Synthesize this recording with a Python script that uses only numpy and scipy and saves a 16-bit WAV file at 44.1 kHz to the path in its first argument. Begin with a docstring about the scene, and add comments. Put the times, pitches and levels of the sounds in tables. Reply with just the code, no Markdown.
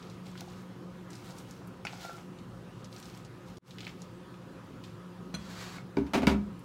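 """A hand moves chopped cabbage from a plastic bowl into a pan under a droning cooker hood.
Throughout, the hood is shaped noise and a wavering tone; the leaves are gritty noise grains and snaps,
with hollow modal taps on the bowl. At 3.6 s all sound drops out briefly and fades back in.
Then a glazed dish clinks as damped modes, the bowl slides as rough noise and is knocked down
into a steel sink, whose modes boom and rattle until they are stilled."""
import sys
import numpy as np
from scipy import signal
from scipy.fft import rfft, irfft
from scipy.io import wavfile
from scipy.ndimage import uniform_filter1d

SR = 44100
rng = np.random.default_rng(int(sys.argv[2]) if len(sys.argv) > 2 else 0)


def to_wav(sig):
    """Store sig (one row per channel, or 1-D mono) as 16-bit WAV at the path in sys.argv[1].

    Samples outside -1..1 are clipped; the rate is SR.
    """
    pcm = np.clip(np.atleast_2d(sig), -1, 1) * 32767
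    pcm = np.round(pcm).astype(np.int16)
    wavfile.write(sys.argv[1], SR, pcm.T)  # frames by channels


N = 292824


def amp(db):
    """Level to amplitude: 20 dB is a factor of ten."""
    return 10 ** (np.asarray(db) / 20)


def evened(x):
    """Normalisation to unit rms."""
    return x / np.sqrt(np.mean(x ** 2) + 1e-20)


def read(points, hz):
    """Interpolation of a curve along logarithmic frequency."""
    f, value = np.transpose(points)
    return np.interp(np.log(hz + 1), np.log(f + 1), value)


def add(mix, s, sound):
    """Superposition of a sound on the mix from time s."""
    part = mix[round(s * SR):][:len(sound)]
    part += sound[:len(part)]


def coloured(x, points):
    """Spectral shaping: x filtered by a gain curve, to unit rms."""
    gain = amp(read(points, np.fft.rfftfreq(len(x), 1 / SR)))
    return evened(irfft(rfft(x) * gain, len(x)))


def band(x, hz, width):
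    """Resonance: a band-pass peak applied twice."""
    b, a = signal.iirpeak(min(hz, .45 * SR), hz / width, SR)
    return signal.lfilter(b, a, signal.lfilter(b, a, x))


def gritty(count, per_s, spread_db, smooth):
    """Shot noise: sparse clicks of unequal size over a share of smooth noise."""
    size = amp(spread_db * np.minimum(rng.exponential(1, count), 4)) * rng.standard_normal(count)
    clicks = size * (rng.random(count) < per_s / SR)
    return evened(clicks) + smooth * rng.standard_normal(count)


def strokes(rows, rise_db, fall_db):
    """Exponential envelopes, summed: each rises, holds and falls at so many dB a second."""
    t = np.arange(N) / SR
    total = 0
    for s, hold, db in rows:
        before = np.maximum(s - t, 0)
        after = np.maximum(t - s - hold, 0)
        total = total + amp(db - rise_db * before - fall_db * after)
    return total


SPOT_DB, SPOT_OCTAVES = 8, 0.24  # lift of the modes near the favoured pitch of the place struck


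def ring(modes, hardness_db, scatter_db, chatter_s, spot_hz=None, firm=5.7, detune=0.012):
    """Modal superposition: one blow sets off damped sines, the high ones weakly if it is soft."""
    hz, db, t60 = np.transpose(modes)[:, :, None]
    t = np.arange(SR // 2) / SR
    spot = rng.standard_normal((len(modes), 1))  # each blow lands on another spot
    lift_db = 0
    if spot_hz is not None:
        lift_db = SPOT_DB * np.exp(-(np.log2(hz / spot_hz) / SPOT_OCTAVES) ** 2)
    level_db = db + lift_db + hardness_db * np.log2(np.maximum(hz, 210.)) + scatter_db * spot
    swell = 1 - np.exp(-t * hz / 0.39)  # low modes swell slowly
    bent_hz = hz * (1 + detune * rng.standard_normal(hz.shape))
    tones = np.sin(2 * np.pi * bent_hz * t + 0.73 * spot)
    out = (swell * amp(level_db - 60 * t / t60) * tones).sum(0)
    bounces = rng.random(800) ** 8 * np.exp(-t[:800] / chatter_s)  # the contact chatters for a moment
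    contact = np.diff(bounces, prepend=0) + firm * signal.unit_impulse(800)
    out = signal.oaconvolve(out, contact)[:len(t)]
    return out / abs(out).max()


# the hand grips, drops and spreads wet leaves: [start t/s, hold t/s, nominal level/dB, treble share/dB]
HAND_GRIPS = [(0, 0.15, -62.5, -7), (0.263, 0.023, -57, -6), (0.386, 0.018, -57.5, -2),
              (0.482, 0.13, -62, -5), (1.117, 0.07, -59, -2.5), (1.25, 0.051, -56, -2.5),
              (1.378, 0.012, -60.5, 3), (1.487, 0.076, -63, -2), (1.887, 0.072, -53.5, -7.5),
              (2.013, 0.053, -49.5, -5.5), (2.122, 0.076, -62, -2), (2.743, 0.056, -65.5, -10),
              (2.929, 0.16, -61, 1.5), (3.142, 0.053, -62, -5), (3.48, 0.017, -60, -4),
              (3.676, 0.02, -56, -1), (3.815, 0.084, -61, -4), (4, 0.012, -61.5, -7),
              (4.843, 0.009, -60, -4)]
GRIP_RISE_DB_PER_S, GRIP_FALL_DB_PER_S = 455, 175
# spectral weighting of the leaf grains: [f/Hz, gain/dB]
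LEAF_COLOUR = [(880, -34), (1500, -7), (2130, -6.5), (3660, -2), (5420, -2), (8500, -7.5), (11000, -45)]


def leaves():
    """Granular friction: pitched grains in eight bands, with a fizz of noise above."""
    body_rows = [(s, hold, db) for s, hold, db, _ in HAND_GRIPS]
    treble_rows = [(s, hold, db + share) for s, hold, db, share in HAND_GRIPS]
    body = strokes(body_rows, GRIP_RISE_DB_PER_S, GRIP_FALL_DB_PER_S)
    treble = strokes(treble_rows, GRIP_RISE_DB_PER_S, GRIP_FALL_DB_PER_S)
    grains = 0
    for hz in np.geomspace(1800, 7500, num=8):
        grains = grains + evened(band(gritty(N, 500, 3.2, 0.74), hz, 0.38 * hz))
    fizz = coloured(gritty(N, 2500, 3.3, 1.0), [(6500, -7), (8500, -8.5), (15000, -13.5)])
    # wide ticks shared by all bands
    tick_power = uniform_filter1d(gritty(N, 70, 12.0, 0.056) ** 2, 160)
    ticks = amp(2.26 * tick_power ** 0.38 - 3.5)
    return ticks * (body * coloured(grains, LEAF_COLOUR) + treble * fizz)


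# single snaps of leaf and stalk: [t/s, peak level/dB, centre f/Hz]
LEAF_SNAPS = [(0.0268, -45, 4200), (.099, -44.5, 4970), (.355, -38, 1610), (0.377, -37.5, 3900),
              (.535, -46, 2350), (1.105, -39, 6540), (1.1316, -40, 5000), (1.153, -40, 5500),
              (1.307, -39, 5500), (1.3853, -37.5, 7100), (1.51, -38, 6340), (1.673, -47, 11400),
              (1.851, -34.5, 5030), (1.869, -25, 2450), (2.388, -44.5, 3670), (2.8446, -40.5, 5160),
              (2.857, -44.5, 3470), (2.928, -37, 4170), (2.947, -50, 3500), (2.964, -38, 4070),
              (2.984, -45, 5500), (3.027, -39, 4100), (3.056, -37.5, 4530), (3.098, -45, 4500),
              (3.14, -47, 3300), (3.249, -43, 5440), (3.571, -43.5, 5100), (3.7082, -36.5, 3400),
              (3.7844, -34, 2680), (3.794, -43, 2900), (3.8061, -31.5, 3500), (3.812, -43, 2700),
              (3.819, -49, 3000), (3.8443, -40, 3600), (3.83, -42, 2700), (3.85, -41, 3800),
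              (3.868, -30, 2200), (3.8692, -34, 1900), (3.878, -37, 3380), (3.893, -40, 2880),
              (4.0193, -36.5, 5540), (4.342, -46, 2940), (4.839, -42, 3560), (6.5937, -47, 11400)]
SNAP_T60_S = 0.07


def snaps():
    """Impulsive fracture: a click and decaying noise excite two broad resonances."""
    out = np.zeros(N)
    t = np.arange(6000) / SR
    for s, db, hz in LEAF_SNAPS:
        decay = amp(-60 * t / SNAP_T60_S) + 1.16 * np.exp(-t / 0.001)
        crack = rng.standard_normal(len(t)) * decay + 10. * signal.unit_impulse(len(t))
        snap = band(crack, hz, 0.78 * hz) + 0.18 * band(crack, 1.71 * hz, 0.28 * hz)
        snap += 0.022 * np.diff(crack, prepend=0)  # a trace of bright, unfiltered click
        add(out, s, amp(db) * snap / abs(snap).max())
    return out


# modes of the plastic bowl: [f/Hz, relative level/dB, t60/s]
BOWL_MODES = [(708, -6, 0.054), (796, 1, 0.027), (1370, -11.5, 0.18), (1454, 2.5, 0.024),
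              (2220, 1.5, 0.022), (2555, -6, 0.025), (2990, -17, 0.017)]
# fingers and stalks tap the bowl: [t/s, peak level/dB, hardness/(dB per octave), favoured f/Hz]
BOWL_TAPS = [(.416, -39, -4, 790), (.477, -43, -7, 780), (1.8509, -24, 4.5, 770), (1.932, -35.5, -1, 760),
             (2.049, -33, -8, 715), (2.095, -33, -10, 1350), (5.783, -38.5, -1.5, 2300)]
# stalks rub the rim and keep one note singing: [start t/s, hold t/s, level/dB]
RIM_RUBS = [(2.05, .03, -52), (2.097, 0.04, -52)]
RUB_HZ = 1368
# the foot settles, then is dragged over wet steel: [start t/s, hold t/s, level/dB]
BOWL_SLIDES = [(5.4, 0.065, -57), (5.51, 0.26, -49.5), (5.62, 0.012, -51.5)]
SLIDE_RISE_DB_PER_S, SLIDE_FALL_DB_PER_S = 300, 332
# spectrum of the slide: [f/Hz, relative level per Hz/dB]
SLIDE_COLOUR = [(350, 0), (700, -1), (1140, 3), (2900, -5), (4500, -2), (5200, -6.5), (7800, -9.5),
                (8600, -17), (15500, -23)]


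def bowl():
    """Modal response to taps, handling and rim friction, with broadband friction for the slide."""
    scrape = coloured(gritty(N, 6000, 1.7, 0.99), SLIDE_COLOUR)
    out = strokes(BOWL_SLIDES, SLIDE_RISE_DB_PER_S, SLIDE_FALL_DB_PER_S) * scrape
    # small knocks while leaves are handled
    grip_rows = [row[:3] for row in HAND_GRIPS]
    handled = strokes(grip_rows, GRIP_RISE_DB_PER_S, GRIP_FALL_DB_PER_S) * gritty(N, 250, 2.5, .3)
    knock = ring(BOWL_MODES, -0.5, 0.62, 0.0036)
    out += amp(-6) * signal.oaconvolve(handled, knock / np.linalg.norm(knock))[:N]
    note = evened(band(rng.standard_normal(N), RUB_HZ, 54.0))
    out += strokes(RIM_RUBS, GRIP_RISE_DB_PER_S, SLIDE_FALL_DB_PER_S) * note
    for s, db, hardness_db, spot_hz in BOWL_TAPS:
        add(out, s, amp(db) * ring(BOWL_MODES, hardness_db, 0.65, 0.0036, spot_hz))
    return out


# modes of the sink's sheet steel: [f/Hz, relative level/dB, t60/s]
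SINK_MODES = [(71.3, -12, 0.36), (163, -11.5, 0.17), (204.4, -8.5, 0.52), (225, 1, 0.084),
              (260.6, -3.5, 0.16), (280.8, -4, 0.27), (392.7, -2.5, 0.13), (451, -7.5, 0.12),
              (579, -7.5, 0.077), (678, -12, 0.082), (736, -17, 0.1), (873, -5.5, 0.047),
              (930, -12.5, 0.068), (1110, -18, 0.075), (1270, -26, .08), (1453, -12, 0.061),
              (1580, -24, 0.078), (2300, -11, 0.041), (2680, -19.5, 0.02), (3720, -18, 0.022),
              (4700, -15, 0.015)]
# blows: [t/s, peak level of the ringing/dB, hardness/(dB per octave),
#         rattle level re ringing peak/dB, favoured f/Hz]
SINK_BLOWS = [(5.341, -32.5, -38, -10, 190), (5.9697, -17.5, 0.5, -26, 330), (5.9842, -19, -5, -29.5, 278),
              (6.066, -51, 13, 0.5, 2300), (6.135, -24, 0.5, -4.5, 2350), (6.145, -20.5, 1, -8, 700),
              (6.154, -20, 1, -13.5, 210), (6.174, -20, -7, -14.5, 273), (6.219, -31.5, -2, -8.5, 2300),
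              (6.231, -19, -0.5, -20.5, 617), (6.27, -18, 6, -7.5, 2610), (6.273, -11.5, -4, -19, 218),
              (6.299, -26.5, 4.5, -8, 850), (6.314, -26.5, -5, -13.5, 383), (6.347, -25.5, -10, -26, 202)]
# spectrum of the rattle: [f/Hz, relative level per Hz/dB]
RATTLE_COLOUR = [(290, -15), (500, -2.5), (954, -4), (1040, -11), (1330, -4), (1960, -13), (2360, -9.5),
                 (15500, -38.5)]


def sink():
    """Plate vibration: each blow booms in the steel's modes and shakes what stands in it."""
    out = np.zeros(N)
    t = np.arange(SR // 2) / SR
    for s, db, hardness_db, rattle_db, spot_hz in SINK_BLOWS:
        rattle = coloured(gritty(len(t), 3000, 4.7, 1.9), RATTLE_COLOUR)
        rattle *= amp(rattle_db - 60 * t / 0.15)  # t60 of 0.15 s
        boom = ring(SINK_MODES, hardness_db, 1.0, 0.007, spot_hz, detune=.004)
        add(out, s, amp(db) * (boom + rattle))
    return out


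# modes of the glazed dish: [f/Hz, relative level/dB, t60/s]
DISH_MODES = [(1470, -3.5, 0.093), (2430, 0.5, 0.085), (3390, 3, 0.035), (3340, -14.5, 0.9),
              (4105, 10, 0.068), (6065, 5, 0.088), (6850, 0, 0.028), (8317, -11, .06), (9216, -16, 0.2),
              (10840, -6, 0.04), (13300, -13, .04)]
# the dish is touched: [t/s, peak level/dB]
DISH_CLINKS = [(5.342, -33), (5.348, -29.5), (6.141, -32.5), (6.163, -43)]


def dish():
    """Modal ringing of a stiff body: firm contacts sound fixed, high pitches."""
    out = np.zeros(N)
    for s, db in DISH_CLINKS:
        add(out, s, amp(db) * ring(DISH_MODES, 0, 0.78, 0.002, firm=12., detune=0))
    return out


STILLED_S, STILLED_DB_PER_S = 6.49, 500


def stilled(x):
    """Added damping: the hand comes to rest and the ringing stops."""
    return x * amp(-STILLED_DB_PER_S * np.maximum(np.arange(N) / SR - STILLED_S, 0))


# the motor's drone wavers: [t/s, level/dB]
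DRONE_LEVEL = [(0, -51), (.9, -47.5), (1.1, -54), (1.7, -50.5), (2.1, -54), (3.3, -60.5), (3.9, -49),
               (4.6, -57.5), (5.2, -48), (6.64, -53.5)]
DRONE_HZ, LATER_DRONE_HZ = 180.8, 178.7  # a little lower once the dropout begins
DROPOUT_S = 3.584


def motor_drone():
    """Frequency modulation: a sine whose pitch flutters slowly and whose level wavers."""
    s, drone_db = np.transpose(DRONE_LEVEL)
    t = np.arange(N) / SR
    flutter = evened(uniform_filter1d(uniform_filter1d(rng.standard_normal(N), 2000), 2000))
    hz = np.where(t < DROPOUT_S, DRONE_HZ, LATER_DRONE_HZ) + 1.36 * flutter  # flutter 1.36 Hz rms
    tone = np.sqrt(2) * np.sin(2 * np.pi * np.cumsum(hz) / SR)
    return amp(np.interp(t, s, drone_db)) * tone


# fuzzy tones of the fan: [f/Hz, width of one resonance pass/Hz, level/dB]
FAN_TONES = [(116.8, 24.3, -55), (265.8, 11.5, -70), (358.5, 11, -60), (520.7, 35, -63), (969, 86, -69.5),
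             (1259, 30, -69)]


def fan_tones():
    """Narrow-band noise: resonances driven by random noise give fuzzy pitches."""
    total = 0
    for hz, width, db in FAN_TONES:
        total = total + amp(db) * evened(band(rng.standard_normal(N), hz, width))
    return total


# spectrum of the air rush: [f/Hz, relative level per Hz/dB]
AIR_COLOUR = [(28, -50), (50, -10.5), (75, -16), (180, -4), (231, -11), (269, -9.5), (382, -13), (529, -19),
              (646, -23.5), (1240, -21), (2260, -33), (2770, -31.5), (16000, -52.5)]
AIR_DB = -49.5  # rms level


def air_rush():
    """Turbulence noise: random spectra whose level drifts in patches of time and frequency."""
    frames = N // 256 + 5
    a, b, patches = rng.standard_normal((frames, 513, 3)).T
    patches = evened(uniform_filter1d(uniform_filter1d(patches, 10, 0), 12, 1))
    spectra = (a + 1j * b) * amp(1.82 * patches)  # patches vary by 1.82 dB rms
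    noise = signal.istft(spectra, nperseg=1024, noverlap=768)[1][:N]
    return amp(AIR_DB) * coloured(noise, AIR_COLOUR)


def hood():
    """Superposition of the hood's air rush, fan tones and motor drone."""
    return air_rush() + fan_tones() + motor_drone()


# decay of the kitchen: [f/Hz, t60/s]
ROOM_DECAY = [(200, 0.42), (1000, 0.34), (4000, 0.18), (12000, 0.1)]


def kitchen(x):
    """Reverberation: sparse echoes of random sign, each band dying at its own speed."""
    taps = np.zeros(SR // 2)
    at = np.arange(200, len(taps) - 20, 20)
    taps[at + rng.integers(0, 20, len(at))] = rng.choice([-1., 1.], len(at))
    hz, t, spectra = signal.stft(taps, SR, nperseg=256)
    decay = amp(-60 * t / read(ROOM_DECAY, hz)[:, None])
    tail = signal.istft(spectra * decay, SR, nperseg=256)[1]
    return signal.fftconvolve(x, tail / np.linalg.norm(tail))[:N]


def scene():
    """Superposition of the near sources, their reverberation and the hood."""
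    near = leaves() + snaps() + bowl() + stilled(sink() + dish())
    return (near + amp(-11.5) * kitchen(near) + hood())[None]


SILENT_S, FADE_IN_S, FADE_BEND, SILENCE_DB = 0.025, 0.17, 1.1, -37  # near silence, then a fade-in
EDGE_HZ = 15850  # upper band limit


def record(dry):
    """Band limiting: the microphone drops the deepest bass and the top; the level dips briefly between."""
    t = np.arange(N) / SR - DROPOUT_S
    fade = np.clip((t - SILENT_S) / FADE_IN_S, 0, 1) ** FADE_BEND
    gain = np.where(t < 0, 1, np.maximum(fade, amp(SILENCE_DB)))
    faded = signal.lfilter(*signal.butter(2, 36., "high", fs=SR), dry) * gain
    low_pass = signal.firwin(511, EDGE_HZ, window=("kaiser", 9), fs=SR)
    return signal.oaconvolve(faded, low_pass[None], "same")


dry = scene()
out = record(dry)
to_wav(out)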